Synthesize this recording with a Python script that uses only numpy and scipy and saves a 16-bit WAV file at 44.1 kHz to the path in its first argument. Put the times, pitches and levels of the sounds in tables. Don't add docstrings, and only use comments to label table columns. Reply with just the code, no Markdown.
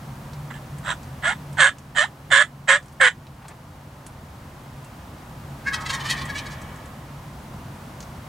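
import sys
import numpy as np
from scipy import signal
from scipy.fft import rfft, irfft, next_fast_len
from scipy.io import wavfile
from scipy.ndimage import uniform_filter1d, minimum_filter1d, map_coordinates

SR = 44100
rng = np.random.default_rng(int(sys.argv[2]) if len(sys.argv) > 2 else 0)


def store_wav(level_fs):
    pcm = np.round(np.clip(np.atleast_2d(level_fs), -1, 1) * 32767)
    wavfile.write(sys.argv[1], SR, pcm.T.astype(np.int16))


N = 365280
TOP_HZ = 15850


def yelps():
    # start in seconds, pitch drop time in seconds, release time after the start in seconds,
    # pitch after the drop in Hz, closing bend in octaves, lateness of the bend (exponent, 1 = even),
    # level in dB, closing sag in dB, roughness 0-1, treble boost in dB, chest boost in dB.
    yelp_rows = [ (.501, 0.007, 0.017, 815, -0.0195, 0.92, -35.5, 3, 1, 2, 15),
                 (.526, .016, 0.049, 845, .05, 1.1, -43.5, 3, .7, 1, -6),
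                 (.826, .082, 0.1, 555, 0.31, 1.2, -24, 3.3, 0.7, 7.5, 16),
                 (1.22, 0.04, .11, 583, 0.6, 0.84, -19, 8.8, 0.35, -0.5, 4),
                 (1.57, 0.058, 0.12, 539.4, 0.12, 3, -7, 8.4, 0.43, 3.5, 4.5),
                 (1.947, 0.042, 0.1, 593, .55, 3.5, -12, 9, 0.23, 4.5, 7),
                 (2.303, .032, 0.12, 554.2, .15, 3, -6, 2.3, 0.427, 3, 2),
                 (2.674, 0.021, .091, 546.8, 0.088, 3.4, -6.5, 6.6, 0.36, 1.5, 2),
                 (2.998, .016, 0.0824, 533, -.1, 1.05, -5.5, 1.1, 0.298, -1.5, 0), ]
    # frequency in Hz, gain in dB.
    throat_shape = [(330, -36.5), (490, -21.5), (800, -8.5), (1150, -6.3), (1420, -3.5), (1680, -4),
                    (2250, -5.5), (2600, -12.5), (3050, -7.5), (3300, -6.5), (3700, -15), (4400, -22.5),
                    (5700, -28.5), (7800, -16), (9300, -29), (11500, -63)]
    # frequency in Hz, left minus right in dB.
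    pan_points = [(380, 0), (950, -2.5), (2380, -4.9), (5980, 0.5), (15000, -2)]
    # frequency in Hz, lead of left over right in radians.
    lead_points = [(0, 0), (1640, 0.085), (5080, -0.79), (6980, -0.14), (7840, 0.2), (8350, -0.2),
                   (15800, 0.0)]
    whistle_base_db, whistle_db_per_octave, whistle_rough_db = -13.5, 13, -9.5
    bite_hz = 4430

    track = np.zeros((2, N))
    t = np.arange(SR // 5) / SR
    for (start, drop, length, base_hz, lift, lateness, level_db, sag_db,
         rough, treble_db, chest_db) in yelp_rows:
        pitch_hz, swell_db, bite_db = yelp_gesture(t, drop, length, base_hz, lift, lateness, sag_db)
        octaves_up = np.log2(np.maximum(pitch_hz, 580) / 580)
        hoarse = np.clip(rough + .1 + .9 * octaves_up, 0, .92)
        source = syrinx(pitch_hz, hoarse, jitter=.12, jitter_rate=600,
                        flutter_hz=135, flutter=.3 + .8 * min(rough, .45))

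        def voicing(hz):
            treble = treble_db * above(hz, 2500)
            chest = chest_db * (1 - above(hz, 1550))
            return throat_rings(hz) * amp(treble + chest)

        rasp = filtered(resonate(source, throat_shape), voicing)
        bite = filtered(rasp, lambda hz: above(hz, bite_hz))
        rasp = rasp + (amp(bite_db) - 1) * bite
        rasp = nearby(rasp, scatter_db=-3, t60=.06, width=1.3)

        whistle_db = (whistle_base_db + whistle_db_per_octave * np.log2(pitch_hz / 550)
                      + whistle_rough_db * rough)
        whistle_hz = pitch_hz * (1 + .02 * wobble(250, len(t)))
        whistle = np.sqrt(2) * np.sin(2 * np.pi * np.cumsum(whistle_hz) / SR)
        voice = evened(rasp, size=550) + amp(whistle_db) * whistle
        voice = voice * amp(level_db + swell_db)
        for ear, sound in zip(track, voice):
            add(ear, start, sound)

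    sides = np.array([[.5], [-.5]])

    def placement(hz):
        return amp(sides * along(pan_points, hz)) * np.exp(1j * sides * along(lead_points, hz))

    close = nearby(track, scatter_db=-9.5, t60=0.1, width=0.26, tilt=0.7)
    return filtered(close, placement)


def yelp_gesture(t, drop, length, base_hz, lift, lateness, sag_db):
    entry_octaves, entry_db, release_db_per_s, bite_closing_db = .9, 29.5, 1055, -3.5
    entering = np.maximum(1 - t / drop, 0)
    closing = np.clip((t - drop) / max(length - drop, .005), 0, 1.2)
    pitch_hz = base_hz * 2 ** (entry_octaves * entering ** 2.2 + lift * closing ** lateness)
    entry = -entry_db * entering ** 2
    sag = -sag_db * np.minimum(closing, 1) ** 2
    release = -release_db_per_s * np.maximum(t - length, 0)
    return pitch_hz, entry + sag + release, bite_closing_db * closing ** 2


def throat_rings(hz):
    # centre in Hz, width in Hz, level of the added resonance in dB.
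    ring_rows = [(1507, 59, 4.5), (1697, 51, 11), (1800, 68, 9.5), (1970, 41, 4), (3070, 70, -3),
                 (3510, 65, 4), (8050, 110, -12)]
    response = 1
    for centre, width, db in ring_rows:
        response = response + amp(db) * 1j * hz * width / (centre ** 2 - hz ** 2 + 1j * hz * width)
    return response


def syrinx(pitch_hz, rough, jitter, jitter_rate, flutter_hz, flutter):
    size = len(pitch_hz)
    jittered_hz = pitch_hz * (1 + jitter * rough * wobble(jitter_rate, size))
    phase = 2 * np.pi * np.cumsum(jittered_hz) / SR
    pulses = unit(sum(np.cos(k * phase) * (k * pitch_hz < TOP_HZ) for k in np.arange(1, 29)))
    air = unit(rng.standard_normal(size) * (1 + np.cos(phase)))
    air = filtered(air, lambda hz: hz ** 2 / (hz ** 2 + 750 ** 2))
    flap_hz = flutter_hz * (1 + .45 * wobble(130, size))
    flap = np.sin(2 * np.pi * np.cumsum(flap_hz) / SR)
    share = np.clip(rough, 0, 1)
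    return (np.sqrt(1 - share) * pulses + np.sqrt(share) * air) * (1 + flutter * flap)


def gobble():
    # centre in seconds, length scale in seconds, pitch at the centre in Hz, body level in dB,
    # body centre in Hz, rasp level in dB, roughness 0-1.
    syllable_rows = [ (5.680, 0.021, 549.4, -20.5, 1670, -35, 0.21),
                     (5.743, 0.015, 646, -20.5, 1360, -23, 0.17), (5.815, .015, 641, -36, 1347, -37.5, 0.5),
                     (5.866, 0.013, 660, -26.5, 1600, -29, .25),
                     (5.904, 0.017, 549.6, -25, 1225, -24, 0.32),
                     (5.943, .018, 630.7, -20.5, 1930, -24.5, .22),
                     (6.009, 0.0182, 598, -33, 1410, -32.5, .25), (6.062, .024, 604.6, -30, 1370, -29, 0.3),
                     (6.109, 0.023, 634, -22, 1800, -20.5, 0.26), (6.182, .028, 584, -36, 1982, -36.5, .25),
                     (6.219, 0.015, 600, -43, 1380, -34.5, .25),
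                     (6.302, .017, 561.4, -31.5, 1760, -38, 0.09),
                     (6.362, 0.0179, 572, -28.5, 1920, -32.5, 0.02),
                     (6.387, 0.0175, 609, -39, 1800, -30.5, 0.38),
                     (6.467, 0.014, 556, -35.5, 1790, -39.5, 0), (6.521, 0.022, 585, -46, 1932, -42, 0.2), ]
    # frequency in Hz, gain in dB.
    body_shape = [(500, -29), (850, 4), (1080, -4), (1400, -7), (1750, 2), (2250, 0), (2800, -4),
                  (5000, -29)]
    # frequency in Hz, gain in dB.
    rasp_shape = [(1500, -36.5), (2300, -0.5), (2600, -3), (3200, 1), (5800, -4.5), (7500, -7),
                  (10000, -11.5), (15000, -26)]
    arch_octaves = .05
    first_rasp_hz, rasp_octaves_per_db, rasp_fall_octaves_per_s = 4600, -0.17, 1

    track = np.zeros(N)
    t = np.arange(-SR // 20, SR // 20) / SR
    first_s, *_, first_rasp_db, _ = syllable_rows[0]
    for s, length, pitch_hz, body_db, body_hz, rasp_db, rough in syllable_rows:
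        arch = 2 ** (-arch_octaves * np.minimum((t / length) ** 2, 2))
        rasp_octaves = (rasp_octaves_per_db * (rasp_db - first_rasp_db)
                        - rasp_fall_octaves_per_s * (s - first_s))
        rasp_hz = first_rasp_hz * 2 ** rasp_octaves
        source = syrinx(pitch_hz * arch, rough, jitter=0.0885, jitter_rate=303,
                        flutter_hz=165.6, flutter=0.28)
        body = filtered(resonate(source, body_shape), lambda hz: hump(hz, body_hz, octaves=0.34) ** 2)
        rasp = filtered(resonate(source, rasp_shape), lambda hz: hump(hz, rasp_hz, octaves=0.7))
        swell = 1 / np.cosh(2 * t / length) / np.cosh(1.06 * np.minimum(t, 0) / length)
        syllable = swell * (amp(body_db) * unit(body) + amp(rasp_db) * unit(rasp))
        add(track, s + t[0], nearby(syllable, scatter_db=-6.5, t60=0.059, width=0)[0])
    return track


def trees(x):
    delay_s, gain_db, centre_hz = .041, -6, 1450

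    def reflection(hz):
        tone = hump(hz, centre_hz, octaves=0.42) ** 2
        return amp(gain_db) * tone * np.exp(-2j * np.pi * hz * delay_s)

    return filtered(x, reflection)


def woods(x):
    # frequency in Hz, 60 dB decay time in seconds.
    decay_points = [(500, 5.8), (1100, 2.3), (1750, 1.95), (3500, 2.1), (9000, .25)]
    # frequency in Hz, starting level in dB.
    tone_points = [(500, -12), (950, 12), (1100, 8), (1350, -7.5), (1700, -4), (3200, -7), (8000, -45)]
    noise = rng.standard_normal((2, SR * 3 // 2))
    hz, t, z = signal.stft(noise, SR, nperseg=256)
    fade_db = along(tone_points, hz)[:, None] - 60 * t / along(decay_points, hz)[:, None]
    onset = 1 - np.exp(-t / 0.0067)
    tail = signal.istft(z * amp(fade_db) * onset, SR, nperseg=256)[1]
    echo = signal.fftconvolve(x[None], tail / np.sqrt(SR / 10), axes=1)[:, :N]
    mid, side = echo * [[1], [.35]]
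    return np.array([mid + side, mid - side])


def ticks():
    # start in seconds, level in dB, burst centre in Hz.
    tick_rows = [(0.3325, -45, 4900), (.7837, -46.5, 8637), (1.784, -43.5, 6450), (3.268, -44.5, 3300),
                 (3.482, -36, 7900), (4.0647, -35.5, 8860), (4.8448, -44.5, 8600), (6.254, -37, 7300),
                 (6.6164, -43.5, 7250), (6.857, -47, 8100), (8.0045, -39.5, 5800), (8.026, -43, 5700)]
    faint_per_s, faint_db, faint_hz = 0.95, -48, 8200
    tick_t60_s, snap_db, snap_t60_s = 0.058, -3, 0.043

    track = np.zeros(N)
    t = np.arange(SR // 6) / SR
    chances = rng.random((round(faint_per_s * N / SR), 2))
    faint = [(when * N / SR, faint_db, faint_hz * 2 ** (size - .5)) for when, size in chances]
    for s, db, centre_hz in tick_rows + faint:
        bright, broad = rng.standard_normal((2, len(t)))
        burst = filtered(bright, lambda hz: hump(hz, centre_hz, octaves=0.38) ** 2 / (1 + (hz / 11000) ** 8))
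        snap = filtered(broad, lambda hz: hump(hz, 2000, octaves=1.2) ** 2)
        burst = unit(burst) * amp(db - 60 * t / tick_t60_s)
        snap = unit(snap) * amp(db + snap_db - 60 * t / snap_t60_s)
        add(track, s, burst + snap)
    return track


def scuff():
    s, length, db, centre_hz = (3.48, .06, -40, 850)
    track = np.zeros(N)
    t = np.arange(-SR // 5, SR // 5) / SR
    rustle = filtered(rng.standard_normal(len(t)), lambda hz: hump(hz, centre_hz, octaves=1.56) ** 4)
    rustle = unit(rustle * amp(5.1 * wobble(81, len(t))))
    add(track, s + t[0], amp(db) * np.exp(-(t / length) ** 2) * rustle)
    return track


def peep():
    s, hz, db, length = (4.868, 2730, -45.5, .013)
    t = np.arange(N) / SR
    return amp(db) * np.exp(-((t - s) / length) ** 2) * np.sin(2 * np.pi * hz * t)


def distance():
    # time in seconds, hum level in dB, rush level in dB.
    level_rows = [(0, -37, -39.8), (1.5, -39, -40), (3, -41.5, -39.5), (4.5, -44.5, -37),
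                  (5.4, -38.5, -36.8), (6.2, -37, -33.5), (7, -44.5, -39), (8.28, -48, -39)]
    # frequency in Hz, relative density in dB per Hz.
    hum_points = [(70, -34), (115, -24.5), (134, -2.5), (146, -1.5), (160, -18), (220, -17.5), (330, -56)]
    # frequency in Hz, relative density in dB per Hz.
    rush_points = [(13, -42), (22, -20.5), (70, -2.5), (108, -3.5), (138, -6.5), (172, -8.5), (239, -9),
                   (392, -18), (426, -20), (516, -16.5), (970, -15.5), (2530, -29), (2750, -29),
                   (4040, -33), (15500, -42)]
    # frequency in Hz, left-right correlation of the rush.
    alike_points = [(60, 1.0), (180, 1.0), (550, 0.8815), (1650, 0.421), (4970, 0.56), (15000, 1)]

    s, hum_levels, rush_levels = np.transpose(level_rows)
    t = np.arange(N) / SR
    hum_db, rush_db = np.interp(t, s, hum_levels), np.interp(t, s, rush_levels)
    hum = unit(filtered(rng.standard_normal(N), lambda hz: amp(along(hum_points, hz))))

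    def mid_side(hz):
        turn = np.arccos(np.clip(along(alike_points, hz), -1, 1)) / 2
        return amp(along(rush_points, hz)) * [np.cos(turn), np.sin(turn)]

    mid, side = filtered(rng.standard_normal((2, N)), mid_side)
    rush = unit(np.array([mid + side, mid - side]))
    return amp(hum_db) * hum + amp(rush_db) * rush


def nearby(x, scatter_db, t60, width, tilt=0):
    t = np.arange(SR // 4) / SR
    noise = rng.standard_normal(len(t)) + width * rng.standard_normal((2, len(t)))
    scatter = unit(noise * amp(-60 * t / t60))
    tail = amp(scatter_db) * filtered(scatter, lambda hz: ((hz + 1) / 2000) ** tilt) / np.sqrt(len(t))
    return x + signal.fftconvolve(np.atleast_2d(x), tail, axes=1)[:, :x.shape[-1]]


def resonate(x, shape, size=2048):
    cepstrum = irfft(np.log(amp(along(shape, np.fft.rfftfreq(size, 1 / SR)))))
    cepstrum[1:size // 2] *= 2
    cepstrum[size // 2 + 1:] = 0
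    return signal.fftconvolve(x, irfft(np.exp(rfft(cepstrum))))[:len(x)]


def filtered(x, response):
    size = x.shape[-1]
    m = next_fast_len(size + 4096)
    return irfft(rfft(x, m) * response(np.fft.rfftfreq(m, 1 / SR)), m)[..., :size]


def hump(hz, centre_hz, octaves):
    return 1 / np.sqrt(1 + (np.log2((hz + 1) / centre_hz) / octaves) ** 2)


def above(hz, edge_hz):
    return hz ** 8 / (hz ** 8 + edge_hz ** 8)


def along(points, hz):
    f, v = np.transpose(points)
    return np.interp(np.log(hz + 1), np.log(f + 1), v)


def wobble(rate, size):
    return map_coordinates(rng.standard_normal(size), [np.arange(size) * rate / SR], order=2)


def evened(x, size):
    return x / np.sqrt(np.abs(uniform_filter1d(np.mean(x ** 2, axis=0), size=size)) + 1e-12)


def amp(db):
    return 10 ** (np.asarray(db) / 20)


def unit(x):
    return x / np.sqrt(np.mean(x ** 2) + 1e-20)


def add(track, s, sound):
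    place = track[max(round(s * SR), 0):][:len(sound)]
    place += sound[:len(place)]


def scene():
    call, rattle = yelps(), gobble()
    ahead = rattle + trees(rattle) + ticks() + scuff() + peep()
    ahead = nearby(ahead, scatter_db=-7.0, t60=0.095, width=0.79)
    return call + ahead + amp(-4.5) * woods(rattle) + distance()


def record(dry):
    threshold_db, recovery_db_per_s, ceiling = -11, 1.4, .95
    power = np.abs(uniform_filter1d(np.mean(dry ** 2, axis=0), size=1300))
    excess_db = np.maximum(10 * np.log10(power + 1e-12) - threshold_db, 0)
    recovered_db = recovery_db_per_s * np.arange(N) / SR
    duck_db = np.maximum.accumulate(excess_db + recovered_db) - recovered_db
    ducked = dry * amp(-duck_db)
    room = np.minimum(ceiling / (np.abs(ducked).max(axis=0) + 1e-9), 1)
    limited = ducked * uniform_filter1d(minimum_filter1d(room, size=90), size=90)
    return filtered(limited, lambda hz: hz < TOP_HZ)


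dry = scene()
out = record(dry)
store_wav(out)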